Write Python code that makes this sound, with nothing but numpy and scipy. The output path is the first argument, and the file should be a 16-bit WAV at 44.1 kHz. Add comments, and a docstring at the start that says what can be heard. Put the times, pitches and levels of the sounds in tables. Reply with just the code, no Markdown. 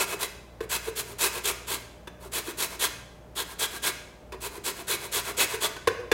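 """Zesting a lime over a bowl

A lime is zested on a steel box grater held over a plastic mixing bowl in a tiled kitchen.
Pushes: random snaps of peel, heard as a bright rasp and through the sheet's modes; pulls are lighter, duller.
Grater and bowl touch now and then, lastly in two hard knocks: decaying thud modes plus a noise-driven rim.
An appliance hums (sines) over room air (coloured noise); a noise tail and one echo make the room."""
import sys
import numpy as np
from scipy import signal
from scipy.fft import rfft, irfft, next_fast_len
from scipy.io import wavfile

SR = 44100
rng = np.random.default_rng(int(sys.argv[2]) if len(sys.argv) > 2 else 0)


def to_wav(sig):
    """Store sig (one row per channel, or 1-D mono) as 16-bit WAV at the path in sys.argv[1].

    Samples outside -1..1 are clipped; the rate is SR.
    """
    pcm = np.clip(np.atleast_2d(sig), -1, 1) * 32767
    pcm = np.round(pcm).astype(np.int16)
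    wavfile.write(sys.argv[1], SR, pcm.T)  # frames by channels


N = 270312
TIME_S = np.arange(N) / SR

# appliance motor partials: (frequency [Hz], mean level [dB rms])
HUM_PARTIALS = [(59.2, -53), (118.4, -60), (177.6, -64), (605, -62)]
# room air spectrum: (frequency [Hz], density [dB per Hz, relative])
AIR_SPECTRUM = [(20, -14), (45, -1), (90, 0.5), (150, -1), (250, -3.5), (400, -5.5), (600, -4.5),
                (1000, -11.5), (2000, -21), (5000, -30.5), (16000, -36.5)]
AIR_RMS_DB = -51.5

# reverberant tail colour: (frequency [Hz], level [dB, relative])
ROOM_COLOUR = [(100, 6), (400, 0), (1100, 0), (2500, 3.15), (4000, -5), (5300, 1.5), (9000, -6),
               (16000, -1)]
# reverberation time: (frequency [Hz], t60 [s])
ROOM_T60 = [(150, 1), (500, 0.7), (1400, 0.69), (3700, 0.72), (6000, 0.68), (10000, 0.55), (16000, 0.34)]
ROOM_DB, CUTOFF_HZ = -11.5, 15900

# grater rim knocks on the bowl: (time [s], thud pitch [Hz], thud level [dB], rim drive [dB])
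KNOCKS = [(0.6057, 442, -20.5, -32.5), (2.073, 365, -37, -34.5), (4.3221, 400, -34.5, -33.5),
          (5.763, 402, -42, -34), (5.8731, 464, -10, -15.5), (6.1154, 442, -12.5, -15)]
# grater rocked softly against the bowl: (time [s], thud pitch [Hz], thud level [dB])
BUMPS = [(.134, 407, -27.5), (.872, 443, -22.5), (2.474, 350, -27), (4.57, 410, -31.5), (5.136, 472, -28),
         (5.375, 497, -27), (5.533, 440, -22.5), (5.998, 475, -28.5)]
KNOCK_CONTACT_S, BUMP_CONTACT_S = 0.00574, 0.01345
BUMP_RIM_DB = -18  # rim drive relative to thud
# hollow thud of bowl and grater: (multiple of thud pitch [ratio], level [dB], t60 [s])
THUD_MODES = [(.19, -24.5, 0.14), (0.779, -15, 0.077), (0.999, -2.5, 0.05), (1.2, -36, 0.027)]
# clack of the grater's rim: (frequency [Hz], width [Hz], level [dB, relative])
CLACK_MODES = [(1030, 217, 2.5), (1514, 75, 7.5), (1640, 37, -8), (1760, 38, -45), (2560, 360, -9),
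               (3480, 68, -2)]
# rim crack spectrum: (frequency [Hz], density [dB per Hz, relative])
CRACK_SPECTRUM = [(100, -25), (250, 2), (450, 15), (800, -19), (1300, 1), (1800, 5.5), (3500, -8),
                  (6000, -5.5), (10000, -8.5), (16000, -15.5)]

# pushes down the teeth: (start [s], length [s], tearing force [dB],
# sheet force relative to tearing [dB], side of the face [-1 to +1])
PUSHES = [ (-.05, 0.11, -26.5, -1, -0.67), (0.188, 0.085, -31, -3, -0.19), (.689, 0.1, -28, -4, -0.062),
          (0.952, 0.081, -29.5, -8, -0.096), (1.181, 0.12, -24.5, -5, -0.43), (1.433, .1, -27, -4, -0.039),
          (1.664, 0.12, -30.5, -2, 0.31), (2.315, .107, -30.5, -3.5, -0.17),
          (2.568, 0.11, -28, -6.5, -0.14), (2.789, 0.096, -25.5, -2.5, .3), (3.349, 0.096, -32.5, 0.5, 0.8),
          (3.583, 0.094, -27.5, -3.5, 0.63), (3.819, 0.1, -27, -2, .25), (4.402, 0.099, -35.5, -3.5, -0.57),
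          (4.634, 0.092, -29.5, -4, 0.23), (4.866, 0.11, -28.5, -3, 0), (5.112, 0.11, -27, -3.5, 0.32),
          (5.365, 0.1, -23, -4, -0.6), (5.601, 0.086, -28.5, 2.5, 0.28)]
# light pulls back up; before the other pushes the fruit is lifted clear: (start [s], tearing force [dB])
PULLS = [(0.059, -35), (.812, -40.5), (1.047, -47), (1.304, -36.5), (2.192, -49.5), (2.432, -40),
         (2.674, -44), (3.454, -46), (3.693, -39.5), (4.496, -46.5), (4.736, -43.5), (4.984, -39.5),
         (5.229, -35.5), (5.474, -35.5)]
PULL_S, PULL_SHEET_DB = 0.1, 0.4  # sheet force relative to tearing
# fruit scuffs as it is set back on the grater:
# (start [s], tearing force [dB], sheet force relative to tearing [dB])
SCUFFS = [(0.611, -51, 8.5), (4.315, -59, 14)]
SCUFF_S = 0.05
PUSH_PEAK, PULL_PEAK, SCUFF_PEAK = 0.54, 0.72, 0.5  # share of the stroke gone at greatest force
# ring tilt: dB per octave for each dB of force above EVEN_DB
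EVEN_DB, TILT_PER_DB = -32, 0.284
# peel snags on a tooth, force flares: (time [s], gain [dB])
SNAGS = [(0.233, 7), (0.73, 2.5), (1.242, 5), (1.457, 7.5)]
SNAG_SIGMA_S = 0.0023
# peel tearing spectrum: (frequency [Hz], density [dB per Hz, relative])
TEARING_SPECTRUM = [(120, -18), (260, -10), (400, 8), (700, -7.5), (1500, -1), (2800, -0.5), (4200, 1),
                    (5300, -4), (7500, 0), (10000, 0.5), (13000, -2.5), (16000, -7)]
# steel sheet: (frequency [Hz], width [Hz], level [dB, relative],
# place along the stroke of most ring [0-1], gain at side +1 [dB])
SHEET_MODES = [(343, 46, -5, 0.93, 7), (398.4, 49.6, 8, 0.88, -5.5), (666, 66, -0.5, 0.59, -0.5),
               (992, 133, 4.5, 0.53, -2), (1120, 136, 2, 1, -3), (1402, 64, 0.5, 0.36, -3.5),
               (1615, 77, 3, 0.44, 2), (2030, 45, 1.5, 1, -5), (2250, 95, 1.5, 0.88, -2),
               (2575, 34, 5.5, 0.32, -10.5), (2880, 240, -11, 0.8, -9), (3383, 250, 0.5, 0.38, 4),
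               (3990, 160, -1.5, 0.63, 3.5), (4400, 460, -11, 0.6, 5), (5500, 630, -15, 1, -6),
               (6700, 320, -5.5, 0, -1), (7760, 400, -4, 0, -3), (8350, 500, -17, 0, 13)]


def from_db(db):
    """Decibels to gain."""
    return 10 ** (np.asarray(db) / 20)


def decay(t_s, t60_s):
    """Exponential fall of 60 dB in t60_s; 1 before time zero."""
    return np.exp(-np.log(1000) * np.maximum(t_s, 0) / t60_s)


def rms_one(x):
    """Scale to rms 1."""
    return x / np.sqrt(np.mean(x ** 2) + 1e-20)


def at_hz(points, hz):
    """Read a table on a log-frequency axis."""
    points = np.array(points)
    return np.interp(np.log(np.maximum(hz, 1)), np.log(points[:, 0]), points[:, 1])


def coloured(x, spectrum):
    """Shape a signal by a smooth spectrum."""
    size = next_fast_len(len(x))
    gain = from_db(at_hz(spectrum, np.fft.rfftfreq(size, 1 / SR)))
    return irfft(rfft(x, size) * gain, size)[:len(x)]


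def drift(rate_per_s):
    """Random wander of spread 1: rate_per_s random points a second, joined by lines."""
    points = rng.standard_normal(8192)
    return np.interp(TIME_S * rate_per_s, np.arange(8192), points) * np.sqrt(1.5)


def resonate(x, hz, width_hz):
    """Two-pole resonance, gain 1 at its peak."""
    r = np.exp(-np.pi * width_hz / SR)
    b = np.array([1, 0, -1]) * (1 - r * r) / 2
    a = [1, -2 * r * np.cos(2 * np.pi * hz / SR), r * r]
    return signal.lfilter(b, a, x + 1e-18)


def background(waver_db, wander_rad):
    """Motor partials wavering in level and phase, over the dull rush of room air."""
    hum = 0
    for hz, db in HUM_PARTIALS:
        level = np.sqrt(2) * from_db(db + waver_db * drift(6))
        hum = hum + level * np.sin(2 * np.pi * hz * TIME_S + wander_rad * drift(1.27))
    air = rms_one(coloured(rng.standard_normal(N), AIR_SPECTRUM))
    return hum + from_db(AIR_RMS_DB) * air


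def kitchen(x, gap_s, build_s):
    """Reflections off tiles and stone: a dense noise tail, each band with its own decay."""
    t_s = np.arange(SR) / SR
    white, tail = rng.standard_normal((2, SR)), 0
    edges_hz = np.geomspace(90, 18000, 33)
    for k, (low, high) in enumerate(zip(edges_hz, edges_hz[1:])):
        bandpass = signal.butter(2, [low, high], "band", fs=SR, output="sos")
        band = signal.sosfilt(bandpass, white[k % 2])  # neighbouring bands use different noise
        hz = np.sqrt(low * high)
        tail = tail + band * from_db(at_hz(ROOM_COLOUR, hz)) * decay(t_s, at_hz(ROOM_T60, hz))
    tail = tail * np.clip((t_s - gap_s) / build_s, 0, 1)
    return signal.fftconvolve(x, tail / np.sqrt(np.sum(tail ** 2)))[:N]


def worktop(x, lag_s, echo_db):
    """Add one early reflection off the stone top."""
    return x + from_db(echo_db) * np.interp(TIME_S - lag_s, TIME_S, x, left=0)


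def contacts():
    """Grater-bowl touches: time [s], contact [s], thud pitch [Hz], thud [dB], rim drive [dB]."""
    sharp = [(s, KNOCK_CONTACT_S, hz, db, rim_db) for s, hz, db, rim_db in KNOCKS]
    soft = [(s, BUMP_CONTACT_S, hz, db, db + BUMP_RIM_DB) for s, hz, db in BUMPS]
    return sharp + soft


def thud(pitch_hz, t_s, swell_s):
    """The hollow body swings up while the contact lasts, then its modes die away."""
    rise = np.sin(np.pi / 2 * np.clip(t_s / swell_s, 0, 1)) ** 2
    since_s = t_s - swell_s
    modes = 0
    for ratio, db, t60_s in THUD_MODES:
        swing = np.cos(2 * np.pi * pitch_hz * ratio * since_s)
        modes = modes + from_db(db) * decay(since_s, t60_s) * swing
    return rise * modes


def knocks(clack_db, crack_db, rub_t60_s):
    """Rim chatter, noise steady during contact then dying, drives clack and crack; the body thuds."""
    out, t_s = np.zeros(N + SR), np.arange(SR // 4) / SR
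    for start_s, contact_s, pitch_hz, thud_db, rim_db in contacts():
        chatter = rng.standard_normal(len(t_s))
        burst = decay(t_s - contact_s, rub_t60_s)
        clack = sum(from_db(db) * resonate(chatter * burst, hz, width_hz)
                    for hz, width_hz, db in CLACK_MODES)
        crack = burst * rms_one(coloured(chatter, CRACK_SPECTRUM))
        rim = from_db(clack_db) * clack + from_db(crack_db) * crack
        body = thud(pitch_hz, t_s, max(contact_s, .001))
        at = round(start_s * SR)
        out[at:at + len(t_s)] += from_db(thud_db) * body + from_db(rim_db) * rim
    return out[:N]


def strokes():
    """All strokes: start [s], length [s], peak share, tearing force [dB], relative sheet force [dB]."""
    pushes = [(start, length, PUSH_PEAK, db, sheet_db) for start, length, db, sheet_db, side in PUSHES]
    pulls = [(start, PULL_S, PULL_PEAK, db, PULL_SHEET_DB) for start, db in PULLS]
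    scuffs = [(start, SCUFF_S, SCUFF_PEAK, db, sheet_db) for start, db, sheet_db in SCUFFS]
    return pushes + pulls + scuffs


def sideways():
    """The fruit moves across the face from the middle of one push to the next."""
    start_s, length_s, _, _, side = np.transpose(PUSHES)
    return np.interp(TIME_S, start_s + length_s / 2, side)


def snagging():
    """Force gain: 1, with a brief flare at each snag."""
    return from_db(sum(db * np.exp(-.5 * ((TIME_S - s) / SNAG_SIGMA_S) ** 2) for s, db in SNAGS))


def hand(rise_power, fall_power):
    """One arch of force per stroke: on teeth, on sheet, ring tilt [dB/octave], place along it [0-1]."""
    tear, sheet, tilt, place = np.zeros((4, N))
    for start_s, length_s, peak, db, sheet_db in strokes():
        on = (TIME_S > start_s) & (TIME_S < start_s + length_s)
        place[on] = (TIME_S[on] - start_s) / length_s
        phase = np.interp(place[on], [0, np.clip(peak, .1, .9), 1], [0, .5, 1])
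        power = np.where(phase < .5, rise_power, fall_power)
        force = from_db(db) * np.abs(np.sin(np.pi * phase)) ** power
        tear[on] += force
        sheet[on] += force * from_db(sheet_db)
        tilt[on] = TILT_PER_DB * (db - EVEN_DB)
    flare = snagging()
    return tear * flare, sheet * flare, tilt, place


def teeth(per_s, size_db, judder_db, judder_per_s):
    """Tiny snaps of peel, bunched as rows of teeth catch and let go."""
    snaps = (rng.random(N) < per_s / SR) * rng.choice([-1, 1], N)
    sizes = from_db(size_db * np.minimum(rng.exponential(1, N), 4))
    return rms_one(snaps * sizes * from_db(judder_db * drift(judder_per_s)))


def grating(tear_db, sheet_db, reach, fade_db, pivot_hz):
    """Snaps make a bright rasp and ring the sheet's modes, which take turns as the fruit travels."""
    tear, sheet, tilt, place = hand(rise_power=1.03, fall_power=1.46)
    across = sideways()
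    snaps = teeth(per_s=15000, size_db=2.0, judder_db=1.5, judder_per_s=300)
    rasp = rms_one(coloured(snaps, TEARING_SPECTRUM)) * tear
    rasp = rasp * from_db(tear_db + fade_db * (1.0 - place))
    ring = 0
    for hz, width_hz, db, best_place, lean_db in SHEET_MODES:
        # share follows force and side; the fruit's path wanders a little
        tilt_db = tilt * np.log2(hz / pivot_hz)
        share = from_db(db + tilt_db + lean_db * across + 2.0 * drift(25))
        near = np.exp(-.5 * ((place - best_place) / reach) ** 2)
        # each mode has its own teeth, those on its antinodes
        drive = teeth(per_s=7000, size_db=2.5, judder_db=1.13, judder_per_s=330)
        ring = ring + resonate(drive * sheet * share * near, hz, width_hz)
    return rasp + from_db(sheet_db) * ring


def scene():
    """Grater and bowl in the kitchen, over the background."""
    rasps = grating(tear_db=0.0, sheet_db=9.0, reach=0.47, fade_db=1.0, pivot_hz=1390)
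    work = rasps + knocks(clack_db=7.0, crack_db=-10.0, rub_t60_s=0.052)
    room = from_db(ROOM_DB) * kitchen(work, gap_s=0.012, build_s=0.0071)
    direct = worktop(work, lag_s=.0086, echo_db=-19.0)
    return (direct + room + background(waver_db=2.5, wander_rad=0.48))[None]


def record(dry):
    """Steep low-pass at CUTOFF_HZ."""
    lowpass = signal.ellip(12, .1, 80, CUTOFF_HZ, fs=SR, output="sos")
    return signal.sosfilt(lowpass, dry)


dry = scene()
out = record(dry)
to_wav(out)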